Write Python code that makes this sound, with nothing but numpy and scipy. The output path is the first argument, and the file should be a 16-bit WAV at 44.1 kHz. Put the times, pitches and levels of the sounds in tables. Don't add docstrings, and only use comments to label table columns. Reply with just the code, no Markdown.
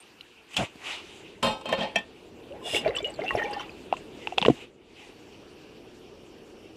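import sys
import numpy as np
from scipy import signal
from scipy.io import wavfile
from scipy.ndimage import uniform_filter1d

SR = 44100
rng = np.random.default_rng(int(sys.argv[2]) if len(sys.argv) > 2 else 0)


def generate_wav(signal):
    frames = np.transpose(np.atleast_2d(signal))
    scaled = np.clip(frames, -1, 1) * 32767
    pcm = np.round(scaled).astype(np.int16)
    wavfile.write(sys.argv[1], SR, pcm)


N = 298116


def amp(db):
    return 10 ** (np.asarray(db) / 20)


def rms_one(x):
    return x / np.sqrt(np.mean(x ** 2) + 1e-20)


def filtered(x, order, hz, kind="low"):
    return signal.sosfilt(signal.butter(order, hz, kind, fs=SR, output="sos"), x)


def add(out, s, piece):
    i = round(s * SR)
    out[i:i + len(piece)] += piece[:N - i]


def in_time(rows):
    s, *columns = np.transpose(rows)
    return [np.interp(np.arange(N) / SR, s, c) for c in columns]


def drift(rate):
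    steps_per_s = 60
    steps = rng.standard_normal(int(N / SR * steps_per_s) + 2)
    slow = uniform_filter1d(steps, max(1, round(30 / rate)))
    return np.interp(np.arange(N) / SR * steps_per_s, np.arange(len(slow)), rms_one(slow))


def swell(s, db, rise_s, hold_s, fall_s):
    t = np.arange(N) / SR - s
    lost = np.maximum(-t / rise_s, 0) + np.maximum((t - hold_s) / fall_s, 0)
    return amp(db - 30 * np.minimum(lost, 6))


def swells(rows):
    return sum(swell(*row) for row in rows)


def noise(spectrum, patchy_db, tilt_db=0):
    hz, db = np.transpose(spectrum)
    edges = np.geomspace(hz[0], hz[-1], int(3 * np.log2(hz[-1] / hz[0])) + 1)
    white, out = rng.standard_normal((2, N)), 0
    for k, (low, high) in enumerate(zip(edges, edges[1:])):
        band = filtered(white[k % 2], 2, [low, high], "band")
        mid = np.sqrt(low * high)
        level_db = np.interp(np.log(mid), np.log(hz), db) + tilt_db * np.log2(mid / 3000)
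        out = out + band * amp(level_db + patchy_db * drift(10))
    return rms_one(out)


def grains(per_s, spread_db):
    sizes = amp(spread_db * np.minimum(rng.exponential(1, N), 4)) * rng.choice([-1, 1], N)
    return rms_one(sizes * (rng.random(N) < per_s / SR))


def ring(clicks, hz, t60):
    r, w = amp(-60 / (t60 * SR)), 2 * np.pi * hz / SR
    return signal.lfilter([0, np.sin(w)], [1, -2 * r * np.cos(w), r * r], clicks + 1e-18)


def resonances(x, peaks, flicker_db):
    out = 0
    for hz, width, db in peaks:
        tone = rms_one(ring(x, hz, 2.2 / width))
        out = out + amp(db + flicker_db * drift(25)) * tone
    return rms_one(out)


def ping(db, hz, t60, crack_db, crack_s=0.0013, rough=0.23, swell_cycles=2.0, top_hz=4500.):
    t = np.arange(int(.25 * SR)) / SR
    waver = 1 + rough * rms_one(uniform_filter1d(rng.standard_normal(len(t)), size=150))
    rise = np.minimum(t * hz / swell_cycles, 1)
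    decay = amp(-60 * np.maximum(t - swell_cycles / hz, 0) / t60)
    burst = filtered(rng.standard_normal(len(t)) * np.exp(-t / crack_s), 3, [400., top_hz], "band")
    return amp(db) * (amp(crack_db) * burst - waver * rise * decay * np.sin(2 * np.pi * hz * t))


# time in seconds, far roar in dB, hiss in dB.
AIR_LEVELS = [(0, -61, -56), (.12, -59, -56), (.45, -61.5, -59), (.75, -54.5, -55), (1.4, -49.5, -60),
              (2.15, -51, -57.5), (2.45, -46.5, -58.5), (3.75, -46, -53.5), (4.2, -46, -56),
              (4.62, -50, -56), (4.71, -55, -69.5), (4.86, -56, -68.5), (5.0, -53, -60.5),
              (5.3, -49.5, -57.5), (6.76, -49, -60)]
# frequency in Hz, relative level in dB per Hz.
ROAR_COLOUR = [(15, -33), (25, -8.5), (167, -9.5), (265, -5), (379, 0.5), (626, -14.5), (749, -16),
               (849, -23), (945, -10), (1300, -41), (1800, -42), (2340, -57), (3960, -120)]
# frequency in Hz, relative level in dB per Hz.
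HISS_COLOUR = [(710, 12), (1200, 4.5), (1850, 3), (2200, -4.5), (2620, 9), (2980, -18.5), (3470, 0.5),
               (5710, -16.5), (6650, -14), (7740, -22), (9410, -22.5), (15200, -34), (16000, -30)]
# time at full level in seconds,
# level in dB, then rise, hold and fall in seconds.
TENT_SWELL = (5.1, -64, .45, 2.5, .1)
# frequency in Hz, width in Hz, relative level in dB.
TENT_BANDS = [(2950, 350, 0), (4560, 150, -9), (5200, 200, -9), (5550, 200, -10)]
HISS_TILT_DB = 4


def background():
    roar_db, hiss_db = in_time(AIR_LEVELS)
    roar = amp(roar_db) * noise(ROAR_COLOUR, patchy_db=.8)
    hiss = amp(hiss_db) * noise(HISS_COLOUR, patchy_db=2.5, tilt_db=HISS_TILT_DB)
    bands = resonances(rng.standard_normal(N), TENT_BANDS, flicker_db=1.5)
    return roar + hiss + swell(*TENT_SWELL) * bands


# time at full level in seconds, level in dB,
# then rise, hold and fall in seconds.
RUSTLES = [(0.546, -46, 0.14, 0, 0.036), (.572, -27.5, 0.018, 0.0051, 0.031),
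           (0.588, -37, .01, 0.063, 0.051), (0.866, -35, 0.1, .065, 0.12), (1.0, -51, 0.37, 0.22, 0.51),
           (3.968, -45.5, 0.01, 0, 0.11), (4.195, -51.5, 0.17, .15, 0.016), (4.498, -50, .05, 0.14, 0.1),
           (5.025, -51.5, 0.41, 0.057, 0.21)]
# frequency in Hz, relative level in dB per Hz.
RUSTLE_COLOUR = [(180, -61), (300, -13), (360, -3), (398, -37), (433, -14.5), (762, -2.5), (994, -4.5),
                 (1580, -11), (2610, 2.5), (4830, -15), (7690, -14.5), (14500, -51), (16000, -69)]


def gas_jet_and_sleeves():
    return swells(RUSTLES) * noise(RUSTLE_COLOUR, patchy_db=3.0)


# start in seconds, level of the tone in dB, pitch in Hz,
# time to sink 60 dB in seconds.
TICK_LIST = [(.002, -45.5, 8700, 0.079), (0.209, -39, 2930, .016), (.2098, -38, 4030, 0.014),
             (0.5083, -39, 2550, 0.038), (.535, -31.5, 2710, 0.034), (0.537, -53, 8360, 0.11),
             (0.542, -30, 3020, 0.038), (0.5667, -18.5, 3250, .02), (0.57, -31.5, 5440, 0.042),
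             (.572, -25, 3460, 0.061), (.753, -36, 270, .014)]
TICK_CRACK_DB, TICK_CRACK_FOLLOWS = 15.5, 1


def ticks():
    out = np.zeros(N)
    for s, db, hz, t60 in TICK_LIST:
        crack_db = TICK_CRACK_DB + TICK_CRACK_FOLLOWS * db
        add(out, s, ping(db, hz, t60, crack_db, crack_s=0.0036, rough=0.96, top_hz=8300.0))
    return out


# time at full level in seconds, level in dB, then rise, hold and fall in seconds.
IGNITION_SWELL = (.592, -27.5, .04, .043, .022)
# frequency in Hz, relative level in dB per Hz.
FLAME_COLOUR = [(18, -50), (30, -14), (140, 6), (292, -4), (469, -6), (610, -3.5), (874, -13), (1500, -15),
                (1950, -49), (3300, -120)]


def ignition():
    return swell(*IGNITION_SWELL) * noise(FLAME_COLOUR, patchy_db=4.5)


# time at full level in seconds, level in dB,
# then rise, hold and fall in seconds, share of the stand's wires from 0 to 1.
DRAGS = [(1.428, -13, 0.0039, 0.045, .13, 0.04), (1.665, -28, 0.053, 0.013, 0.066, .35),
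         (1.69, -25, .02, 0.0087, .06, 0.4), (1.729, -14, 0.028, 0.005, 0.044, 0.05),
         (1.79, -17.5, .04, 0, 0.042, 0.1), (1.827, -16.5, 0.068, 0, 0.13, .45),
         (1.962, -21.5, .022, 0.0081, 0.095, 1)]
# time in seconds, strength in dB,
# share of the stand's wires from 0 to 1, favoured pitch in Hz, second favoured pitch in Hz.
KNOCK_LIST = [(1.428, -10, 0.28, 1290, 3660), (1.465, -20, 1, 860, 1290), (1.611, -31.5, 0.15, 3220, 1040),
              (1.656, -24.5, 0.26, 2560, 3020), (1.69, -21, 0.2, 1042, 2250),
              (1.725, -17.5, 0.9, 3100, 2780), (1.782, -40, 0.5, 540, 1860), (1.808, -25, 1, 1860, 3270),
              (1.831, -28, 0.9, 850, 1880), (1.958, -11, 0.97, 2400, 5650), (1.985, -23.5, 0.75, 1750, 620)]
# pitch in Hz, relative level in dB,
# seconds to sink 60 dB before the shortening below.
MUG_MODES = [(237, -8, .25), (544, -4, .29), (619, -9, .21), (856, -10, .35), (905, -13, .2),
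             (1044, -8, .22), (1292, -21, 1.2), (1561, -24, .6), (2245, -16, .6), (2557, -14, .4),
             (2772, -13, .29), (2832, -18, .4), (3063, -14, .45), (3149, -4, .24), (3666, -7, .3),
             (3822, -20, .5), (3967, -20, .3), (4247, -7, .25), (4565, -20, .27), (4700, -19, .25),
             (4915, -16, .2), (5030, -19, .45), (5160, -16, .25), (5389, -24, .4), (5739, -24, .6),
             (6939, -28, .27), (7413, -24, .15), (7741, -23, .19), (8559, -21, .12), (9900, -22, .1),
             (11100, -20, .1)]
# pitch in Hz, relative level in dB,
# seconds to sink 60 dB before the shortening below.
STAND_MODES = [(673, 0, 0.092), (1803, -5, 0.15), (2363, -7, 0.13), (2729, -11, 0.19), (3085, -2, 0.088),
               (3198, -5, 0.14), (3273, -6, 0.1), (3440, -15, 0.2), (3731, -29, 0.19), (4651, -18, 0.11),
               (4947, -31, 0.23), (5432, -25, 0.16), (6315, -27, 0.11), (7041, -26, 0.1), (7467, -34, 0.2),
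               (7870, -21, 0.074), (1857, -6, .22), (2600, -3, .12), (5650, -12, .09)]
# frequency in Hz, gain in dB.
RADIATION_GAIN = [(200, -0.5), (500, 1), (900, 1.5), (1300, 2.5), (1900, -6), (2700, -0.5), (3700, -6),
                  (5000, -10.5), (8000, 3.5), (11000, -1.5)]
# frequency in Hz, relative level in dB per Hz.
SCRAPE_COLOUR = [(35, -38), (60, -36), (198, 1.5), (323, -6.5), (540, -6), (968, 2), (1200, -27),
                 (1310, -9), (1470, -18.5), (3120, -9), (6280, -40), (11300, -48), (16000, -62)]
GRIP_S = 1.62
GRIPPED_HZ = 4930
TREBLE_DIES_HZ = 5100


def mug_on_stand():
    drags = np.array([swell(*row[:5]) for row in DRAGS])
    drag = drags.sum(axis=0)
    wires = np.clip(np.transpose(DRAGS)[5], 0, 1) @ drags / drag
    s, db, share, *favoured_hz = np.transpose(KNOCK_LIST)
    at, share = (s * SR).astype(int), np.clip(share, 0, 1)
    radiation_hz, radiation_db = np.transpose(RADIATION_GAIN)
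    t = np.arange(N) / SR
    busy = slice(at[0] - SR // 10, at[-1] + SR // 2)
    free = t < GRIP_S
    grip_gain = amp(-700 * np.maximum(t - GRIP_S, 0))
    rub, out = drag * grains(1500, 2.8), np.zeros(N)
    rub = np.where(free, rub, filtered(rub, 2, GRIPPED_HZ))
    for modes, rubbed, struck in ((MUG_MODES, 1 - wires, 1 - share), (STAND_MODES, wires, share)):
        for hz, level_db, t60 in modes:
            t60 = t60 * min(TREBLE_DIES_HZ / hz, 1)
            force = amp(-38.5) * rub * rubbed * amp(3.1 * drift(15))
            distance = np.log(hz / np.array(favoured_hz)) / .04
            near_db = 8 * np.exp(-distance ** 2).max(axis=0)
            blow_db = db - 10.5 + near_db + rng.normal(0, 4.5, len(at))
            lag = rng.integers(0, 160, len(at))
            force[at + lag] += struck * amp(blow_db) * rng.choice([-1, 1], len(at))
            gain = amp(level_db + np.interp(np.log(hz), np.log(radiation_hz), radiation_db))
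            early = ring((force * free)[busy], hz, 0.57 * t60)
            late = ring((force * ~free)[busy], hz, min(0.67 * t60, .2))
            out[busy] += gain * (grip_gain[busy] * early + late)
    out = filtered(out, 4, 12000.)
    for when, strength_db in zip(s, db):
        add(out, when, ping(strength_db - 24, 3000, .01, 8, crack_s=.005, top_hz=8000.))
    return out + amp(-13) * drag * noise(SCRAPE_COLOUR, patchy_db=3)


# time at full level in seconds, level on the wall in dB, level on the water in dB.
STREAM_SURGES = [(2.55, -75, -45.5), (2.675, -51, -39), (2.76, -30, -33.5), (2.868, -50.5, -28),
                 (2.964, -41, -50), (3.08, -53, -40.5), (3.2, -50.5, -44), (3.25, -50, -43),
                 (3.33, -55, -39), (3.378, -41.5, -38), (3.44, -46.5, -42), (3.52, -44.5, -47),
                 (3.6, -39.5, -72)]
SURGE_RISE_S, SURGE_HOLD_S, SURGE_FALL_S = 0.066, 0.011, 0.11


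def surges(column):
    return swells((row[0], row[column], SURGE_RISE_S, SURGE_HOLD_S, SURGE_FALL_S) for row in STREAM_SURGES)


# pitch in Hz, width in Hz, relative level in dB.
COLUMN_PEAKS = [(826.5, 19, 9), (580, 120, -8)]
# pitch in Hz, width in Hz, relative level in dB.
WALL_PEAKS = [(1986, 23, -8), (2230, 80, -5), (2782, 114, 5), (3060, 74, 0), (3440, 91, -6),
              (5100, 1700, -16)]
# frequency in Hz, relative level in dB per Hz.
SPLASH_COLOUR = [(350, 4), (550, 17.5), (800, -1), (1300, -15), (2000, -1.5), (3500, -16), (6000, -56)]
# time at full level in seconds,
# level in dB, then rise, hold and fall in seconds.
SINGING_SWELL = (3.395, -36, .04, .19, .16)
COLUMN_DB = -9


def stream():
    wall, water = surges(1), surges(2)
    column = amp(COLUMN_DB) * water + swell(*SINGING_SWELL)
    out = column * resonances(grains(1300, 0.84), COLUMN_PEAKS, flicker_db=5.0)
    out += wall * resonances(grains(1500, 1.9), WALL_PEAKS, flicker_db=5.0)
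    return out + water * noise(SPLASH_COLOUR, patchy_db=5.5)


# time at full level in seconds, level in dB,
# then rise, hold and fall in seconds.
JET_SWELLS = [(2.661, -38.5, 0.057, .04, 0.11), (2.756, -27.5, 0.089, 0.011, 0.072)]
# pitch in Hz, width in Hz, relative level in dB.
BOTTOM_PEAKS = [(1880, 10, -12), (2230, 46, -34), (2850, 25, 4.5), (3426, 57, 2.5), (5040, 55, -7.5),
                (5310, 29, -12), (6030, 45, -37), (6830, 100, -28), (7700, 84, -10)]
# frequency in Hz, relative level in dB per Hz.
SIZZLE_COLOUR = [(710, -55), (1200, -40), (1640, -30), (2200, -17), (2510, -25), (2760, 16), (4360, -18),
                 (7910, -7.5), (16000, -36)]


def jet_on_bottom():
    ringing = resonances(grains(4000, 2.5), BOTTOM_PEAKS, flicker_db=3)
    return swells(JET_SWELLS) * (ringing + amp(-6) * noise(SIZZLE_COLOUR, patchy_db=2.5))


# earliest start in seconds, highest level in dB, middle pitch in Hz.
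SPRAY_DROPS = [(2.8777, -39, 4200), (2.9551, -39, 8300), (2.968, -40, 5160), (3.0274, -50, 7650),
               (3.0514, -52, 7240), (3.0967, -49, 8000), (3.1362, -48.5, 7650), (3.139, -45.5, 4500),
               (3.2185, -50, 4760), (3.2384, -48, 5620), (3.3402, -50, 10600), (3.3527, -47, 5670),
               (3.421, -71, 4700), (3.431, -48, 6130), (3.5093, -50.5, 8390), (3.5303, -40, 4930),
               (3.5943, -47.5, 6030), (3.7, -52, 4640)]


def spray():
    out = np.zeros(N)
    for s, db, hz in SPRAY_DROPS:
        for late, size, weak in rng.random((4, 3)):
            pitch = hz * 2 ** (.3 * size - .15)
            piece = ping(db - 8 * weak, pitch, .03, -12, rough=.9, swell_cycles=4, top_hz=10000.)
            add(out, s + .025 * late * late, piece)
    return out


def bubbles():
    out, wall = np.zeros(N), surges(1)
    t = np.arange(int(.05 * SR)) / SR
    for late, high, weak in rng.random((200, 3)):
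        s, hz = 2.85 + .85 * late, 900 * 2 ** (2.4 * high)
        level_db = 10.5 - 14 * weak - 4 * high
        decay_db = hz / 50 * 60 * t
        tone = np.sin(2 * np.pi * hz * t * (1 + 2.5 * t))
        add(out, s, wall[int(s * SR)] * amp(level_db - decay_db) * tone)
    return out


# start in seconds, level in dB, pitch in Hz, time to sink 60 dB in seconds.
DROP_LIST = [(2.523, -41.5, 2760, .02), (2.614, -43, 1030, 0.2), (2.746, -22.5, 2240, .05),
             (2.765, -17, 2760, 0.012), (2.848, -28, 1510, 0.0069), (2.849, -26, 2360, 0.046),
             (2.877, -24, 2090, .02), (2.9, -40, 1100, .01), (2.907, -33, 2030, 0.03),
             (2.95, -29, 2740, .05), (2.965, -16, 2980, 0.033), (2.985, -23, 3470, 0.045),
             (3.004, -39.5, 2330, 0.18), (3.045, -22.5, 2906, .13), (3.191, -41, 1400, 0.059),
             (3.218, -35, 2100, 0.074), (3.236, -37, 1260, .013), (3.262, -33, 2685, 0.27),
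             (3.28, -20, 2760, .025), (3.29, -24, 2780, 0.091), (3.307, -22, 1910, 0.039),
             (3.307, -22, 1086, 0.067), (3.352, -35, 2430, 0.033), (3.393, -29, 1837, 0.26),
             (3.42, -23.5, 1842, 0.14), (3.455, -34, 2334, 0.13), (3.542, -36, 1800, 0.15),
             (3.595, -37, 3000, 0.034), (3.694, -39.5, 2520, 0.023)]
DROP_CRACK_DB = -31


def drops():
    out = np.zeros(N)
    for s, db, hz, t60 in DROP_LIST:
        add(out, s, ping(db, hz, t60, DROP_CRACK_DB, rough=0.35, swell_cycles=1.26))
    return out


PINCH_HZ = 683


def gulp(db, hz, length):
    u = np.arange(int(2 * length * SR)) / SR / length
    pitch = hz * max(PINCH_HZ / hz, 1.04) ** (u ** 1.45)
    shape = np.minimum(u / 0.068, 1) * np.exp(-.6 * u - u ** 4)
    return amp(db) * shape * np.sin(2 * np.pi * np.cumsum(pitch) / SR)


# start in seconds, level in dB, starting pitch in Hz, length in seconds.
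GULP_LIST = [(2.507, -35.5, 532, 0.047), (2.735, -23.5, 584, 0.011), (2.746, -23, 397, 0.018),
             (2.86, -15, 616, 0.019), (2.877, -24, 381, 0.04), (3.004, -28.5, 600, 0.0091),
             (3.027, -29, 382, 0.044), (3.191, -21, 597, 0.011), (3.212, -28.5, 374, 0.043),
             (3.238, -28, 734, 0.019), (3.351, -14, 640, 0.0055), (3.361, -28.5, 703, 0.021),
             (3.371, -27.5, 370, 0.043), (3.439, -29.5, 423, 0.048)]
SLOSH_DB, SLOSH_RISE_S, SLOSH_FALL_S = -23, 0.091, 0.12


def canteen():
    slosh = swells((s, db + SLOSH_DB, SLOSH_RISE_S, 0, SLOSH_FALL_S) for s, db, *_ in GULP_LIST)
    out = slosh * noise([(45, 0.1), (100, 0), (350, 0.8)], patchy_db=8.5)
    for s, db, hz, length in GULP_LIST:
        add(out, s, gulp(db, hz, length))
    return out


# start in seconds, hollow pop in dB, its pitch in Hz,
# bright snap in dB, its pitch in Hz; the rubber then dulls both.
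RING_POPS = [(3.926, -12, 746, -22.5, 2700), (3.938, -22.5, 1030, -34, 2820), (3.968, -48, 624, -32, 2700),
             (4.2723, -23.5, 860, -18, 2670), (4.323, -21.5, 730, -36, 2750), (4.377, -23, 476, -30, 2970),
             (4.381, -18, 990, -3.5, 2630), (4.383, -15, 746, -9, 3370), (4.416, -23, 970, -15, 3520),
             (4.426, -18, 860, -12, 2880), (4.429, -23.5, 507, -20, 3050), (4.4504, -13, 1070, -9, 2750),
             (4.457, -15.5, 432, -20.5, 1920), (4.462, -15, 640, -12, 2930), (4.4823, 1, 458, -16.5, 1060),
             (4.4982, -9, 308, -16.5, 707)]
# time at full level in seconds, level in dB,
# then rise, hold and fall in seconds.
HAND_THUMPS = [(4.421, -30, 0.022, .005, .03), (4.455, -27, 0.016, .005, .03),
               (4.487, -24, 0.0092, 0.018, 0.051)]
HOLLOW_CYCLES, HOLLOW_SWELL, SNAP_CYCLES = 15, 0.91, 28
LOUD_DAMPING = 0.037
PUFF_DB, PUFF_FOLLOWS, PUFF_FALL_S = -38, 0.49, 0.055


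def folding_cup():
    out, puffs = np.zeros(N), 0
    for s, hollow_db, hollow_hz, snap_db, snap_hz in RING_POPS:
        hollow_t60 = HOLLOW_CYCLES / hollow_hz * np.exp(-LOUD_DAMPING * (hollow_db + 13.5))
        snap_t60 = SNAP_CYCLES / snap_hz * np.exp(-LOUD_DAMPING * (snap_db + 15.5))
        hollow = ping(hollow_db, hollow_hz, hollow_t60, -62, rough=0.2, swell_cycles=HOLLOW_SWELL)
        snap = ping(snap_db, snap_hz, snap_t60, -25, crack_s=0.0011, swell_cycles=0.77)
        add(out, s, hollow + snap)
        puffs = puffs + swell(s, PUFF_DB + PUFF_FOLLOWS * snap_db, 0.0042, 0, PUFF_FALL_S)
    out = filtered(out, 2, 6000.)
    out += puffs * noise(RUSTLE_COLOUR, patchy_db=-2.5)
    return out + swells(HAND_THUMPS) * noise([(45, -13), (130, 2), (260, 7)], patchy_db=2.0)


SIDE_DB, SIDE_HZ = -49, 3500


def scene():
    mid = background() + gas_jet_and_sleeves() + ticks() + ignition() + mug_on_stand()
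    mid = mid + stream() + jet_on_bottom() + spray() + bubbles() + drops() + canteen() + folding_cup()
    side = amp(SIDE_DB) * filtered(mid * drift(30), 4, SIDE_HZ, "high")
    return np.array([mid + side, mid - side])


CUTOFF_HZ = 16000


def record(dry):
    firm = filtered(dry, 2, 40., "high")
    return signal.sosfilt(signal.cheby2(14, 70, CUTOFF_HZ, fs=SR, output="sos"), firm)


dry = scene()
out = record(dry)
generate_wav(out)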